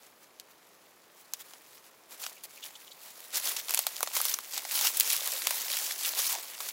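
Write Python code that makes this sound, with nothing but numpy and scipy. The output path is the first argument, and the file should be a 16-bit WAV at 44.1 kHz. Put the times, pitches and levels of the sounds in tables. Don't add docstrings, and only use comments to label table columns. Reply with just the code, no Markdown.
import sys
import numpy as np
from scipy import signal
from scipy.io import wavfile
from scipy.ndimage import uniform_filter1d

SR = 44100
rng = np.random.default_rng(int(sys.argv[2]) if len(sys.argv) > 2 else 0)


def file_out(sig):
    cols = np.atleast_2d(sig).T
    lim = np.clip(cols, -1, 1)
    pcm = np.round(lim * 32767).astype(np.int16)
    wavfile.write(sys.argv[1], SR, pcm)


N = 296391
CUTOFF_HZ = 15800


def rustle():
    # (frequency [Hz], level [dB])
    crisp_colour = [(1000, -8), (1800, -3), (3500, 2), (6500, 2), (10000, 2), (13000, 1), (16000, 5)]
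    # (frequency [Hz], level [dB])
    dull_colour = [(100, -55), (250, -14.5), (500, -1), (850, 4), (1500, -4), (2500, 2)]
    reference_db, litter_db, litter_follows = -35, -50, 0.64
    uneven_db, uneven_per_s = 1.32, 28

    effort = effort_db()
    crisp_db = effort + uneven_db * drift(uneven_per_s)
    dull_db = litter_db + litter_follows * (effort - reference_db)
    dull_db += uneven_db * drift(uneven_per_s)

    crisp = crackle(crisp_colour, per_s=1500, size_db=3.0, clump_db=1.7, colour_db=3,
                    friction_db=1, burst_s=0.0004, count=14)
    crisp += ticks(1500, 6000, per_s=60, level_db=9, spread_db=7)
    dull = crackle(dull_colour, per_s=400, size_db=5.0, clump_db=0.5, colour_db=4.5,
                   friction_db=-2.5, burst_s=0.00051, count=8)
    dull += ticks(400, 900, per_s=12, level_db=12, spread_db=7)
    return from_db(crisp_db) * crisp + from_db(dull_db) * dull


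def effort_db():
    # (time of the peak [s], length [s], level [dB])
    strokes = [(0.044, 0.12, -60), (0.233, .04, -59), (0.509, .04, -58), (1.2, .06, -57.5),
               (1.411, .035, -46.5), (1.76, 0.09, -58), (1.86, 0.068, -57.5), (2.13, 0.061, -46.5),
               (2.243, 0.11, -43), (2.452, 0.024, -47), (2.667, 0.067, -46.5), (3.055, 0.12, -51.5),
               (3.363, 0.054, -29.5), (3.485, 0.11, -29), (3.587, 0.045, -38.5), (3.763, 0.16, -37),
               (4.171, 0.068, -31.5), (4.281, 0.13, -33.5), (4.558, 0.11, -38.5), (4.772, 0.13, -30.5),
               (4.86, 0.077, -27.5), (5.118, 0.089, -31), (5.261, 0.043, -38), (5.543, 0.12, -35),
               (5.746, 0.32, -34.5), (5.91, 0.042, -36), (6.071, 0.099, -33), (6.194, 0.055, -29),
               (6.281, 0.16, -30), (6.65, 0.1, -39.5)]
    # (time [s], level [dB])
    stirring = [(0, -67.5), (1.1, -65), (1.5, -57.5), (1.65, -61), (2.05, -65.5), (2.3, -53), (2.41, -62.5),
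                (2.52, -55), (2.85, -56.5), (3.27, -51.5), (3.65, -47), (3.85, -43), (4.45, -46.5),
                (4.63, -44.5), (5.05, -33.5), (5.75, -38.5), (6.4, -42), (6.72, -49.5)]
    swell_share = 0.5

    t = np.arange(N) / SR
    power = from_db(np.interp(t, *np.transpose(stirring))) ** 2
    for peak_s, length, level_db in strokes:
        width = length * np.where(t < peak_s, swell_share, 1 - swell_share)
        power += from_db(level_db) ** 2 * np.exp(-2 * np.minimum(((t - peak_s) / width) ** 2, 20))
    return 10 * np.log10(power)


def crackle(spectrum, per_s, size_db, clump_db, colour_db, friction_db, burst_s, count):
    born = rng.random(N) < per_s / SR
    clumps = from_db(clump_db * drift(160))
    sizes = born * from_db(size_db * np.minimum(rng.exponential(1, N), 4))
    fade = np.exp(-2 / (burst_s * SR))
    out = np.zeros(N)
    for low, high, gain in bands_of(spectrum, count):
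        colour = from_db(colour_db * (2 * rng.random(N) - 1))
        energy = signal.lfilter([1], [1, -fade], (sizes * colour) ** 2 + 1e-18)
        loudness = np.sqrt(energy / energy.mean() + from_db(friction_db) ** 2)
        drive = clumps * loudness * rng.standard_normal(N)
        shifting = from_db(1.4 * drift(45))
        out += gain * shifting * band(scatter(drive, t60=0.05, wet_db=-2.5), low, high)
    recent_power = uniform_filter1d(out ** 2, size=1500)
    return out / np.sqrt(recent_power + 1e-12)


def ticks(lowest_hz, highest_hz, per_s, level_db, spread_db):
    out = np.zeros(N + SR)
    for when, size, pitch in rng.random((int(per_s * N / SR), 3)):
        low_hz = lowest_hz * (highest_hz / lowest_hz) ** pitch
        tick = fracture(low_hz, 4 * low_hz, 0.0008, tail_db=-2, tail_t60=0.03)
        start = int(when * N)
        out[start:start + len(tick)] += from_db(level_db - spread_db * size) * tick
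    return out[:N]


def scatter(x, t60, wet_db):
    keep = from_db(-120 / (t60 * SR))
    energy = signal.lfilter([1 - keep], [1, -keep], x ** 2 + 1e-18)
    return x + from_db(wet_db) * np.sqrt(energy) * rng.standard_normal(len(x))


def snaps():
    # (time [s], length of the break [s], crack [dB], splintering [dB], hollow knock [dB])
    rib_snaps = [(0.3984, 0.00062, -35, -37.5, -65), (1.3357, 0.0013, -25, -24, -38),
                 (1.535, .003, -39.5, -47, -44.5), (2.2372, 0.0083, -27.5, -45, -36.5),
                 (2.2644, .002, -27.5, -36, -33.5), (2.4358, 0.016, -35.5, -31, -56),
                 (3.204, 0.0018, -42, -38, -64), (3.4, .0008, -35, -29, -50),
                 (3.564, 0.0075, -22.5, -29, -39), (3.684, 0.0007, -27.5, -44, -41),
                 (3.6933, 0.0035, -25, -26, -34.5), (3.707, 0.0023, -23, -21.5, -32.5),
                 (3.7386, 0.00055, -22.5, -22, -33), (3.7457, 0.0015, -21, -14, -35.5),
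                 (3.7733, 0.0059, -20, -22, -31), (3.7908, 0.0011, -22, -14, -27),
                 (3.8674, 0.0015, -19.5, -17.5, -25.5), (3.9657, .0008, -29, -33, -50),
                 (4.0064, .001, -35, -25, -28), (4.0293, 0.0013, -20.5, -16.5, -22),
                 (4.074, 0.001, -26.5, -40, -29), (4.1652, 0.0051, -20.5, -24, -27),
                 (4.2012, 0.0053, -26, -31, -25.5), (4.215, .001, -26.5, -17.5, -39),
                 (4.2529, 0.001, -23.5, -18.5, -32.5), (4.34, 0.0036, -23.5, -23.5, -34.5),
                 (4.3877, 0.00098, -30, -28, -30.5), (4.5778, 0.00037, -20.5, -24.5, -34),
                 (4.6505, 0.0031, -28.5, -39, -32.5), (4.811, 0.0023, -22, -21, -30),
                 (4.847, 0.007, -29, -24, -26.5), (4.9703, 0.0056, -28, -17.5, -41),
                 (4.999, 0.0015, -24, -9.5, -47), (5.008, 0.00046, -15, -14, -42),
                 (5.13, .004, -30, -17, -39), (5.166, .0005, -41, -21.5, -48),
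                 (5.274, 0.0025, -29, -20.5, -39), (5.4704, 0.0011, -16, -17, -27),
                 (5.5071, 0.0046, -22.5, -20, -27), (5.769, .001, -29, -22, -35),
                 (6.1916, .002, -30, -22.5, -30.5), (6.6033, 0.0087, -27, -27.5, -31.5),
                 (6.6862, 0.0096, -26, -27, -42)]
    # (knock level [dB], pitch [Hz])
    knock_pitch = [(-35, 1050), (-28, 930), (-22, 680)]

    out = np.zeros(N + SR)
    for time_s, length, crack_db, splinter_db, knock_db in rib_snaps:
        knock_hz = np.interp(knock_db, *np.transpose(knock_pitch))
        crack = fracture(2260, 8550, length, tail_db=6.0, tail_t60=0.05)
        splinter = fracture(7700, CUTOFF_HZ, length, tail_db=-2, tail_t60=0.057)
        knock = fracture(0.61 * knock_hz, 1.71 * knock_hz, length + 0.00069, tail_db=-2.5, tail_t60=0.039)
        snap = from_db(crack_db) * crack + from_db(splinter_db) * splinter + from_db(knock_db) * knock
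        start = int(time_s * SR)
        out[start:start + len(snap)] += snap
    return out[:N]


def fracture(low_hz, high_hz, length, tail_db, tail_t60, ragged_db=1.5):
    t = np.arange(SR // 10) / SR
    slips = from_db(ragged_db * np.repeat(rng.standard_normal(len(t)), SR // 2000)[:len(t)])
    attack = 1 - np.exp(-(t / 0.0001) ** 2)
    burst = slips * attack * np.exp(-(t / length) ** 2)
    tail = from_db(tail_db - 60 * t / tail_t60) * np.minimum(t / length, 1)
    tail *= np.sqrt(length / tail_t60)
    x = band(rng.standard_normal(len(t)) * np.hypot(burst, tail), low_hz, high_hz, order=3)
    return x * np.sqrt(SR / 1000 / np.sum(x ** 2))


def scuffs(width=0.14, grain_db=3, overtone=1.96, overtone_db=-7):
    # (time of the middle [s], length [s], resonance [Hz], level [dB])
    scuffs_and_thumps = [(2.378, 0.025, 2540, -55.5), (2.58, 0.019, 2380, -53), (2.635, 0.021, 3280, -43.5),
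                         (2.758, 0.013, 3480, -46), (2.88, .016, 3180, -48.5), (2.919, 0.016, 3900, -48),
                         (3.589, .017, 6000, -42), (4.342, 0.0053, 6250, -24.5), (5.003, 0.0032, 4060, -25),
                         (5.344, 0.024, 617, -45), (6.28, 0.016, 5750, -33), (6.35, 0.037, 870, -44)]

    t = np.arange(N) / SR
    out = np.zeros(N)
    friction = from_db(grain_db * drift(460)) * rng.standard_normal(N)
    for middle_s, length, hz, level_db in scuffs_and_thumps:
        stroke = np.exp(-np.minimum((2 * (t - middle_s) / length) ** 2, 20))
        low_ring = rms_one(band(friction, hz * (1 - width), hz * (1 + width)))
        high_hz = overtone * hz
        high_ring = rms_one(band(friction, high_hz * (1 - width), high_hz * (1 + width)))
        out += from_db(level_db) * stroke * (low_ring + from_db(overtone_db) * high_ring)
    return out


def hush():
    # (frequency [Hz], level [dB])
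    hush_colour = [(15, -58), (25, -30.5), (169, -6.5), (457, 0.5), (552, -0.5), (848, -3.5), (919, 0),
                   (1570, -7.5), (1710, -8.5), (15500, -19)]
    air = np.zeros(N)
    for low, high, gain in bands_of(hush_colour, count=20):
        air += gain * band(rng.standard_normal(N), low, high)
    return from_db(-62) * rms_one(air)


def drift(rate):
    knots = rng.standard_normal(4096)
    return rms_one(np.interp(np.arange(N) / SR * rate, np.arange(len(knots)), knots))


def bands_of(spectrum, count):
    edges = np.geomspace(spectrum[0][0], spectrum[-1][0], count + 1)
    return [(low, high, from_db(at_hz(spectrum, np.sqrt(low * high))))
            for low, high in zip(edges, edges[1:])]


def at_hz(points, hz):
    point_hz, point_db = np.transpose(points)
    return np.interp(np.log(hz), np.log(point_hz), point_db)


def band(x, low, high, order=2):
    sections = signal.butter(order, [low, min(high, 0.45 * SR)], "band", fs=SR, output="sos")
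    return signal.sosfilt(sections, x + 1e-18)


def rms_one(x):
    return x / np.sqrt(np.mean(x ** 2) + 1e-20)


def from_db(db):
    return 10 ** (np.asarray(db) / 20)


def scene():
    mono = rustle() + snaps() + scuffs() + hush()
    return np.tile(mono, (2, 1))


def record(dry):
    notch_hz, notch_q = 8620, 19
    notched = signal.lfilter(*signal.iirnotch(notch_hz, notch_q, fs=SR), dry)
    steep_cut = signal.ellip(10, 0.2, 80, CUTOFF_HZ, fs=SR, output="sos")
    return signal.sosfilt(steep_cut, notched)


dry = scene()
out = record(dry)
file_out(out)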